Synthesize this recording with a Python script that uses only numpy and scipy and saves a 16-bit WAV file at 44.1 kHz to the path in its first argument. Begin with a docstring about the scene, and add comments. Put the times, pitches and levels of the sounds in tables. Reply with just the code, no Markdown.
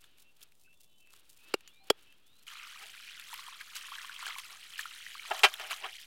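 """Gutting and rinsing a fish.

A knife slits the belly in a steel basin: torn fibres crackle, gliding tones squeak, two bones snap.
At TAP_ON_S the cutting noise stops and a tap runs: random chirped bubbles and droplet clicks,
stirred by a hand. The fish also slides and, near the end, slaps down: click bursts drive basin modes.
"""
import sys
import numpy as np
from scipy import signal
from scipy.fft import rfft, irfft, next_fast_len
from scipy.io import wavfile

SR = 44100
rng = np.random.default_rng(int(sys.argv[2]) if len(sys.argv) > 2 else 0)


def put_to_file(sound):
    """Save the sound as 16-bit audio at rate SR, in the file named by the first command-line argument."""
    columns = np.atleast_2d(sound).T  # one column per channel
    safe = np.clip(columns, -1, 1)
    whole_steps = np.round(safe * 32767)
    wavfile.write(sys.argv[1], SR, whole_steps.astype(np.int16))


N = 267246
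TIME = np.arange(N) / SR
TAP_ON_S = 2.467
# spectrum of spray and wet ticks: f/Hz, level/dB
SPRAY_SPECTRUM = [(300, -20), (700, -9), (1500, 1), (3300, 7), (5000, -2), (7000, -1), (10000, -1),
                  (13500, -4), (16000, -7.5)]


def from_db(db):
    """Decibels to amplitude gain."""
    return 10 ** (np.asarray(db) / 20)


def rms_one(x):
    """Scale to unit rms."""
    return x / np.sqrt(np.mean(x ** 2) + 1e-20)


def add(out, start_s, sound):
    """Mix a short sound into out at start_s."""
    at = int(np.clip(start_s * SR, 0, N - 1))
    out[at:at + len(sound)] += sound[:N - at]


def colour(x, spectrum):
    """Causal minimum-phase filter with the given spectrum, by folded cepstrum; unit rms out."""
    size = 2 * next_fast_len(len(x) // 2 + 2048)
    hz, db = np.transpose(spectrum)
    log_hz = np.log(np.arange(size // 2 + 1) * SR / size + 1)
    log_gain = np.log(from_db(np.interp(log_hz, np.log(hz), db)))
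    cepstrum = irfft(log_gain)
    cepstrum[1:size // 2] *= 2
    cepstrum[size // 2 + 1:] = 0
    response = np.exp(rfft(cepstrum))
    return rms_one(irfft(rfft(x, size) * response)[:len(x)])


def cut(x, hz, kind, order=2):
    """Butterworth high- or low-pass."""
    sos = signal.butter(order, min(hz, .45 * SR), kind, fs=SR, output="sos")
    return signal.sosfilt(sos, x)


def ring(force, modes):
    """Damped sine modes (f/Hz, level/dB, t60/s) driven by a force, with alternating signs."""
    out = 0
    for k, (hz, db, t60_s) in enumerate(modes):
        radius = from_db(-60 / (t60_s * SR))
        angle = 2 * np.pi * hz / SR
        poles = [1, -2 * radius * np.cos(angle), radius * radius]
        mode = signal.lfilter([0, np.sin(angle)], poles, force + 1e-18)
        out = out + (-1) ** k * from_db(db) * mode
    return out


def grains(size, per_s, spread_db):
    """Random single-sample clicks of uneven strength and either sign."""
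    clicks = np.zeros(size)
    at = np.flatnonzero(rng.random(size) < per_s / SR)
    strength_db = spread_db * np.minimum(rng.exponential(1, len(at)), 4)
    clicks[at] = rng.choice([-1, 1], len(at)) * from_db(strength_db)
    return clicks


def clumps(rate_hz, depth_db):
    """A gain that swells and sinks at random, below rate_hz and within +-depth_db."""
    drift = rms_one(cut(rng.standard_normal(N), rate_hz, "low"))
    return from_db(depth_db * np.tanh(drift))


def swell(peak_s, db, attack_s, release_s, hold_s=0):
    """Power of one gesture: rises to its level, holds, sinks; attack and release span 20 dB."""
    before = np.maximum(peak_s - TIME, 0) / attack_s
    after = np.maximum(TIME - peak_s - hold_s, 0) / release_s
    return from_db(db - 20 * np.minimum(before + after, 10)) ** 2


def bubble(hz, cycles, rise):
    """A bubble swells within a cycle or two, then rings down, its pitch rising as it nears the surface."""
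    # age runs 0..1 while the ring falls 60 dB
    age = np.arange(int(cycles / hz * SR) + 2) * hz / SR / cycles
    onset = 1 - np.exp(-(age * cycles) ** 2)
    tone = np.sin(2 * np.pi * cycles * age * (1 + rise * age / 2))
    return tone * from_db(-60 * age) * onset


def slitting():
    """The blade rubs along wet flesh while fine fibres part in bunches: two streams of clicks."""
    # blade pushes: hardest at t/s, rubbing level/dB, build/s, release/s (per 20 dB)
    push_table = [(0.03, -65.5, 0.055, .3), (.19, -72, .1, 0.41), (0.422, -64, .07, 0.11),
                  (1.15, -65.5, 0.12, 0.31), (1.52, -57.5, 0.19, 0.061), (1.661, -65, 0.18, 0.22),
                  (1.89, -59.5, 0.067, 0.032), (1.99, -64.5, .12, 0.39), (2.44, -69.5, 0.57, .1)]
    # bunches of tearing fibres: start t/s, length/s, crackle level/dB before high-pass
    tear_table = [(0.01, 0.047, -66.5), (0.185, 0.048, -65.5), (0.365, 0.036, -68), (0.414, 0.017, -55),
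                  (0.547, 0.097, -68), (.73, 0.056, -72), (.8, 0.043, -63), (.975, 0.041, -69),
                  (1.108, .09, -64), (1.293, 0.084, -62.5), (1.39, 0.16, -70), (1.665, 0.11, -71.5),
                  (1.838, .05, -67.5), (1.981, 0.079, -69), (2.267, 0.044, -69.5), (2.34, 0.11, -69)]
    # click spectra: f/Hz, level/dB
    rub_spectrum = [(150, -13.5), (320, -1), (700, -10.5), (1400, -1), (2100, -4.5), (2700, 3.5),
                    (3800, -1), (5500, -13), (9000, -32.5)]
    crackle_spectrum = [(1500, -12.5), (3500, 3), (6000, 1), (9000, 3), (13000, 0), (16000, -1.5)]
    resting_blade_db, stray_fibres_db = -91, -79
    tear_attack_s, tear_release_s = 0.018, 0.019

    pushing = from_db(resting_blade_db) ** 2
    pushing = pushing + sum(swell(*push) for push in push_table)
    tearing = from_db(stray_fibres_db) ** 2
    for start_s, length_s, db in tear_table:
        tearing = tearing + swell(start_s, db, tear_attack_s, tear_release_s, length_s)
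    rub = np.sqrt(pushing) * colour(grains(N, 12000, 2.3), rub_spectrum)
    fibres = grains(N, 2400, 3.7) * clumps(45, 7.7)
    crackle = np.sqrt(tearing) * colour(fibres, crackle_spectrum)
    return (rub + cut(crackle, 1500, "high")) * (TIME < TAP_ON_S)


def squeaks(flutter_hz=90, waver=.005, fray_hz=300, fray_db=-10, gain_db=-1):
    """The sliding blade squeaks: narrow tones that swell and glide, frayed by the uneven grip."""
    # start t/s, end t/s, start f/Hz, end f/Hz, rms level/dB before gain_db
    squeak_table = [(0.111, 0.185, 3050, 2590, -76), (.23, 0.326, 2700, 2710, -70),
                    (0.629, 0.762, 2580, 2720, -68), (.7, 1.005, 3480, 3500, -79),
                    (0.754, 0.996, 2730, 2700, -82), (0.67, 0.688, 1519, 1530, -72),
                    (0.86, 1.052, 3870, 3820, -83), (0.856, 1.11, 3020, 3050, -75),
                    (0.986, 1.142, 2670, 2610, -68.5), (1.366, 1.539, 2450, 2730, -68),
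                    (1.627, 1.89, 2850, 4590, -71.5), (1.655, 1.716, 3150, 2720, -66),
                    (1.711, 1.852, 2360, 2410, -71), (1.788, 1.894, 780, 770, -71.5),
                    (2.042, 2.154, 2620, 2686, -68), (2.046, 2.174, 2930, 3260, -73),
                    (2.202, 2.45, 3070, 4490, -73)]
    out = np.zeros(N)
    for start_s, end_s, from_hz, to_hz, db in squeak_table:
        size = max(int((end_s - start_s) * SR), 256)
        pitch_drift = rms_one(cut(rng.standard_normal(size), flutter_hz, "low"))
        grip = rms_one(cut(rng.standard_normal(size), flutter_hz, "low"))
        fray = from_db(fray_db) * rms_one(cut(rng.standard_normal(size), fray_hz, "low"))
        hz = np.linspace(from_hz, to_hz, size) * (1 + waver * pitch_drift)
        tone = np.sin(2 * np.pi * np.cumsum(hz) / SR) * (1 + 0.34 * grip + fray)
        tone = rms_one(tone * signal.windows.tukey(size, .5))
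        add(out, start_s, from_db(db + gain_db) * tone)
    return out


def snaps(tail_t60_s=0.019, bone_t60_s=0.01265, bone_db=-1, push_hz=900, boom_hz=130, boom_db=-28):
    """A bone splinters ever harder for a few milliseconds, then gives way and jolts the body."""
    # t/s, crunch peak/dB, crunch length/s (full at half of it), bone f/Hz,
    # thud peak/dB (without boom), thud delay/s, body pitch factor
    snap_table = [(1.5375, -16, 0.00724, 2800, -17, 0.00295, 1.01),
                  (1.8991, -8.5, 0.0073, 3300, -10.5, .0045, 1.128)]
    # splinter spectrum: f/Hz, level/dB
    snap_spectrum = [(50, -38), (200, -22), (350, -6), (700, -4.5), (1050, -10), (1400, 1), (2000, -7),
                     (3000, -0.5), (4200, 3.5), (4900, 2), (6200, -13), (7200, -3), (8500, -11.5),
                     (11000, -9), (16000, -22)]
    # body modes of the fish: f/Hz before pitch factor, level/dB, t60/s
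    flesh_modes = [(372, 0.5, 0.024), (530, -1, .013), (780, -5, .014), (1206, -7, 0.015)]
    out, t = np.zeros(N), TIME[:SR // 10]
    for snap_s, crunch_db, length_s, bone_hz, thud_db, delay_s, pitch in snap_table:
        build = np.minimum(t / length_s * 2, 1) ** 2
        decay = from_db(-60 * np.maximum(t - length_s / 2, 0) / tail_t60_s)
        splinters = colour(grains(len(t), 20000, 0.9) * build * decay, snap_spectrum)
        bone = rms_one(ring(splinters, [(bone_hz, 0, bone_t60_s)]))
        crunch = splinters + from_db(bone_db) * bone
        add(out, snap_s, from_db(crunch_db) * crunch / np.abs(crunch).max())

        release = cut(1. * (t == 0), push_hz, "low", order=1)
        thud = cut(ring(release, np.multiply(flesh_modes, [pitch, 1, 1])), 300, "high")
        boom = cut(release, boom_hz, "low")   # the whole fish is jolted
        jolt = thud / np.abs(thud).max() + from_db(boom_db) * boom / boom.max()
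        add(out, snap_s + delay_s, from_db(thud_db) * jolt)
    return out


def ticks(t60_s=0.017, ring_t60_s=.01, ring_db=-3, low_hz=900, gain_db=1):
    """Flesh, fingers and drops tick: one sharp rupture, a quick run of smaller ones, a short ring."""
    # t/s, peak level/dB before gain_db, ring f/Hz
    tick_table = [(0.0417, -44, 3700), (0.1837, -46.5, 2834), (0.417, -43.5, 3620), (0.5207, -51, 2700),
                  (0.73, -55, 3520), (1.0727, -50.5, 2700), (1.1369, -43.5, 1250), (1.6077, -43.5, 2870),
                  (1.6765, -38.5, 7090), (2.1245, -48, 3080), (3.1972, -29.5, 3540), (3.3405, -28, 3150),
                  (3.755, -28.5, 3000), (3.765, -31, 2700), (4.2655, -27.5, 1510), (4.384, -28, 3640),
                  (4.78, -33, 5170), (5.3936, -24, 3180), (5.5396, -26.5, 3700), (5.598, -33, 3020),
                  (5.7134, -28, 2900)]
    out, t = np.zeros(N), TIME[:SR // 20]
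    for start_s, db, hz in tick_table:
        force = grains(len(t), 9000, 1.5) * from_db(-60 * t / t60_s) + 2.3 * (t == 0)
        ringing = rms_one(ring(force, [(hz, 0, ring_t60_s)]))
        tick = colour(force, SPRAY_SPECTRUM) + from_db(ring_db) * ringing
        tick = cut(tick, low_hz, "high", order=3)
        add(out, start_s, from_db(db + gain_db) * tick / np.abs(tick).max())
    return out


def churning():
    """Power-sums stream, hand sweeps and squelches: bubbling/dB, spray/dB, lowest bubble f/Hz."""
    # hand sweeps trap air: middle t/s, 1/e power width/s, bubbling/dB, spray/dB, lowest f/Hz
    sweep_table = [(2.592, 0.38, -52, -58.5, 1130), (2.835, 0.077, -52.5, -54, 1100),
                   (3.078, 0.23, -53.5, -62, 1397), (3.35, .12, -52.5, -52.5, 910),
                   (3.48, 0.16, -53.5, -58.5, 930), (3.963, .38, -50.5, -53.5, 1000),
                   (4.27, .13, -46.5, -49.5, 1000), (4.498, 0.13, -58.5, -55, 850),
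                   (4.843, 0.25, -53.5, -57, 1190), (5.1, 0.28, -54.5, -56, 1560),
                   (5.37, 0.23, -49, -48.5, 950), (5.662, .2, -50.5, -51, 1200),
                   (5.922, .2, -53, -59, 1830)]
    # water squirts from under the fingers: t/s, bubbling/dB, spray/dB
    squelch_table = [(3.195, -52, -52), (3.608, -44.5, -51), (3.765, -51.5, -41), (4.386, -47, -43.5),
                     (4.794, -47, -40), (5.716, -37.5, -38.5), (5.848, -43, -69)]
    squelch_attack_s, squelch_release_s, squelch_lowest_hz = 0.024, 0.047, 1000

    # power shape, bubbling/dB, spray/dB, lowest f/Hz; the steady stream comes first
    gestures = [(np.ones(N), -59.5, -57.5, 1250)]
    for middle_s, width_s, *settings in sweep_table:
        gestures.append((np.exp(-(2 * (TIME - middle_s) / width_s) ** 2), *settings))
    for peak_s, *levels_db in squelch_table:
        shape = swell(peak_s, 0, squelch_attack_s, squelch_release_s)
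        gestures.append((shape, *levels_db, squelch_lowest_hz))

    bubbling = spray = weighted_hz = 0
    for shape, bubbling_db, spray_db, hz in gestures:
        power = shape * from_db(bubbling_db) ** 2
        bubbling = bubbling + power
        weighted_hz = weighted_hz + power * hz   # the strongest gesture dominates bubble size
        spray = spray + shape * from_db(spray_db) ** 2
    return 10 * np.log10(bubbling), 10 * np.log10(spray), weighted_hz / bubbling


def fizz(count=20, cycles=30, click_db=-4):
    """Droplets tick on the wet surfaces, and the tiniest bubbles ping for an instant."""
    pings = 0
    for hz in np.geomspace(4000, 15500, count):
        pings = pings + ring(grains(N, 120, 4.14), [(hz, 0, cycles / hz)])
    return rms_one(pings) + from_db(click_db) * rms_one(grains(N, 8000, 3.2))


def rinsing(count=7500, top_hz=6000, cycles=24, rise=0.21, size_spread_db=4.0):
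    """The stream beats air into swarms of small bubbles and throws a fine spray."""
    # swarm spectrum: f/Hz, level/dB
    water_spectrum = [(500, -36), (720, -34.5), (900, 1), (1600, -2), (2200, 1), (3200, 5), (4200, -9.5),
                      (7000, -11.5), (12000, -48)]
    gurgle_hz, gurgle_db = 16.6, 2   # bubbles come in bunches
    bubbling_db, spray_db, lowest_hz = churning()
    swarm = np.zeros(N)
    for when, smallness, strength, damping, side in rng.random((count, 5)):
        start_s = TAP_ON_S + when * (TIME[-1] - TAP_ON_S)
        low_hz = lowest_hz[int(start_s * SR)]
        hz = low_hz * (top_hz / low_hz) ** smallness
        strength_db = size_spread_db * min(-np.log(1 - strength), 4)
        gain = from_db(strength_db) * np.sqrt(hz / top_hz) * np.sign(side - .5)
        add(swarm, start_s, gain * bubble(hz, cycles * (.5 + damping), rise))
    swarm = from_db(bubbling_db) * colour(swarm * clumps(gurgle_hz, gurgle_db), water_spectrum)
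    spray = from_db(spray_db) * colour(fizz() * clumps(34, 2.58), SPRAY_SPECTRUM)
    return (swarm + cut(spray, 780, "high", order=1)) * (TIME >= TAP_ON_S)


def plops(cycles=30, rise=.5, pitch=0.938, gain_db=1.0, low_hz=780):
    """Large air pockets squeezed out under the hand ring as single bubbles."""
    # t/s, level/dB before gain_db and high-pass, f/Hz before the pitch factor
    plop_table = [(3.33, -33.5, 967), (3.482, -36.5, 1030), (3.609, -33.5, 1630), (3.919, -32, 1110),
                  (3.984, -30.5, 1670), (4.044, -37.5, 1090), (4.095, -31, 1473), (4.226, -35.5, 1050),
                  (4.266, -26.5, 1584), (4.306, -28.5, 2125), (4.354, -31.5, 2250), (4.361, -34.5, 1060),
                  (4.792, -22, 1740), (4.855, -28.5, 1356), (5.065, -30.5, 1900), (5.152, -35.5, 1192),
                  (5.195, -30.5, 2280), (5.726, -30.5, 1057), (5.841, -30.5, 1070)]
    out = np.zeros(N)
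    for start_s, db, hz in plop_table:
        add(out, start_s, from_db(db + gain_db) * bubble(hz * pitch, cycles, rise))
    return cut(out, low_hz, "high", order=5)


def fish_on_basin(steel_db=-3, wet_db=-2):
    """Wet skin meets the steel patch by patch; the blows and the sliding drive the basin's modes."""
    # landings: t/s, force level/dB, contact/s, decay t60/s, low-pass f/Hz
    slap_table = [(5.309, -33, 0.011, 0.03, 800), (5.434, -15, 0.014, 0.069, 6700),
                  (5.597, -41.5, 0.0071, 0.086, 2060), (5.708, -45, 0.017, 0.041, 6040),
                  (5.84, -44, 0.021, 0.07, 1200)]
    # shoves over the steel: fastest at t/s, force level/dB, stopping time/s (per 20 dB)
    shove_table = [(2.83, -59.5, 0.072), (4.28, -60, 0.06), (4.52, -66, 0.1), (5.33, -48.5, 0.24),
                   (5.62, -52.5, 0.2), (5.85, -49, 0.063)]
    # wet steel basin damped by the fish: f/Hz, level/dB, t60/s
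    basin_modes = [(424, -12, 0.029), (607, -3.5, 0.035), (697, 1, 0.035), (734, 5, 0.041),
                   (1022, -13.5, 0.065), (1245, -1.5, 0.076), (1420, -4.5, 0.053), (1610, -4.5, 0.09),
                   (1740, -3, .045), (2080, -12, .04), (2407, 4.5, 0.039), (2620, -8.5, 0.052),
                   (2700, 9, 0.029), (2950, 0.5, 0.048), (3090, 9.5, 0.023), (3240, 6, 0.036),
                   (3564, -14, 0.04), (4170, -14, 0.05)]
    # smack spectrum: f/Hz, level/dB
    slap_spectrum = [(60, -37), (150, -31), (290, -30), (390, -7), (540, -6), (740, 5.5), (1000, -2),
                     (2600, -3.5), (3300, -6), (4200, -7), (7000, -15.5), (12500, -17.5), (16000, -21)]
    shove_start_s, stream_on_steel_db = 0.056, -83

    force, t = np.zeros(N), TIME[:SR // 4]
    for start_s, db, contact_s, t60_s, dull_hz in slap_table:
        patches = rms_one(cut(grains(len(t), 14000, 2.75), dull_hz, "low", order=1))
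        decay = from_db(-60 * np.maximum(t - contact_s, 0) / t60_s)
        add(force, start_s, from_db(db) * patches * decay)

    # the falling water drums faintly on the basin
    sliding = from_db(stream_on_steel_db) ** 2 * (TIME >= TAP_ON_S)
    sliding = sliding + sum(swell(s, db, shove_start_s, stop_s) for s, db, stop_s in shove_table)
    force += np.sqrt(sliding) * rms_one(cut(grains(N, 3000, 1.5), 1230, "low"))

    # the sheet radiates little below its lowest mode
    steel = rms_one(cut(ring(force, basin_modes), 385, "high", order=5))
    smack = colour(force, slap_spectrum)
    return np.std(force) * (from_db(steel_db) * steel + from_db(wet_db) * smack)


def kitchen(x, t60_s=0.22, wet_db=-42, dull_hz=2000):
    """Adds a faint, dull tail from distant walls: convolution with decaying noise."""
    t = TIME[:SR // 3]
    noise = cut(rng.standard_normal(len(t)), dull_hz, "low")
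    tail = cut(noise, 1000, "high") * from_db(-60 * t / t60_s)
    return x + from_db(wet_db) * signal.fftconvolve(x, tail / np.linalg.norm(tail))[:N]


def still_air(level_db=-75):
    """Still air: steady coloured noise at a fixed rms level."""
    # f/Hz, level/dB
    air_spectrum = [(20, -3), (60, -2), (150, -4), (400, -8.5), (800, -13), (2000, -22.5), (3200, -14),
                    (5000, -21), (16000, -24)]
    return from_db(level_db) * colour(rng.standard_normal(N), air_spectrum)


def scene():
    """All sources close to one microphone, over still air."""
    cutting = slitting() + squeaks() + snaps()
    washing = rinsing() + plops() + fish_on_basin()
    return (kitchen(cutting + ticks() + washing) + still_air())[None]


def record(dry, cutoff_hz=16100, offset=-.0009):
    """Cuts the top steeply; the signal rests slightly below zero."""
    low_pass = signal.ellip(10, .2, 80, cutoff_hz, fs=SR, output="sos")
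    return signal.sosfilt(low_pass, dry) + offset


dry = scene()
out = record(dry)
put_to_file(out)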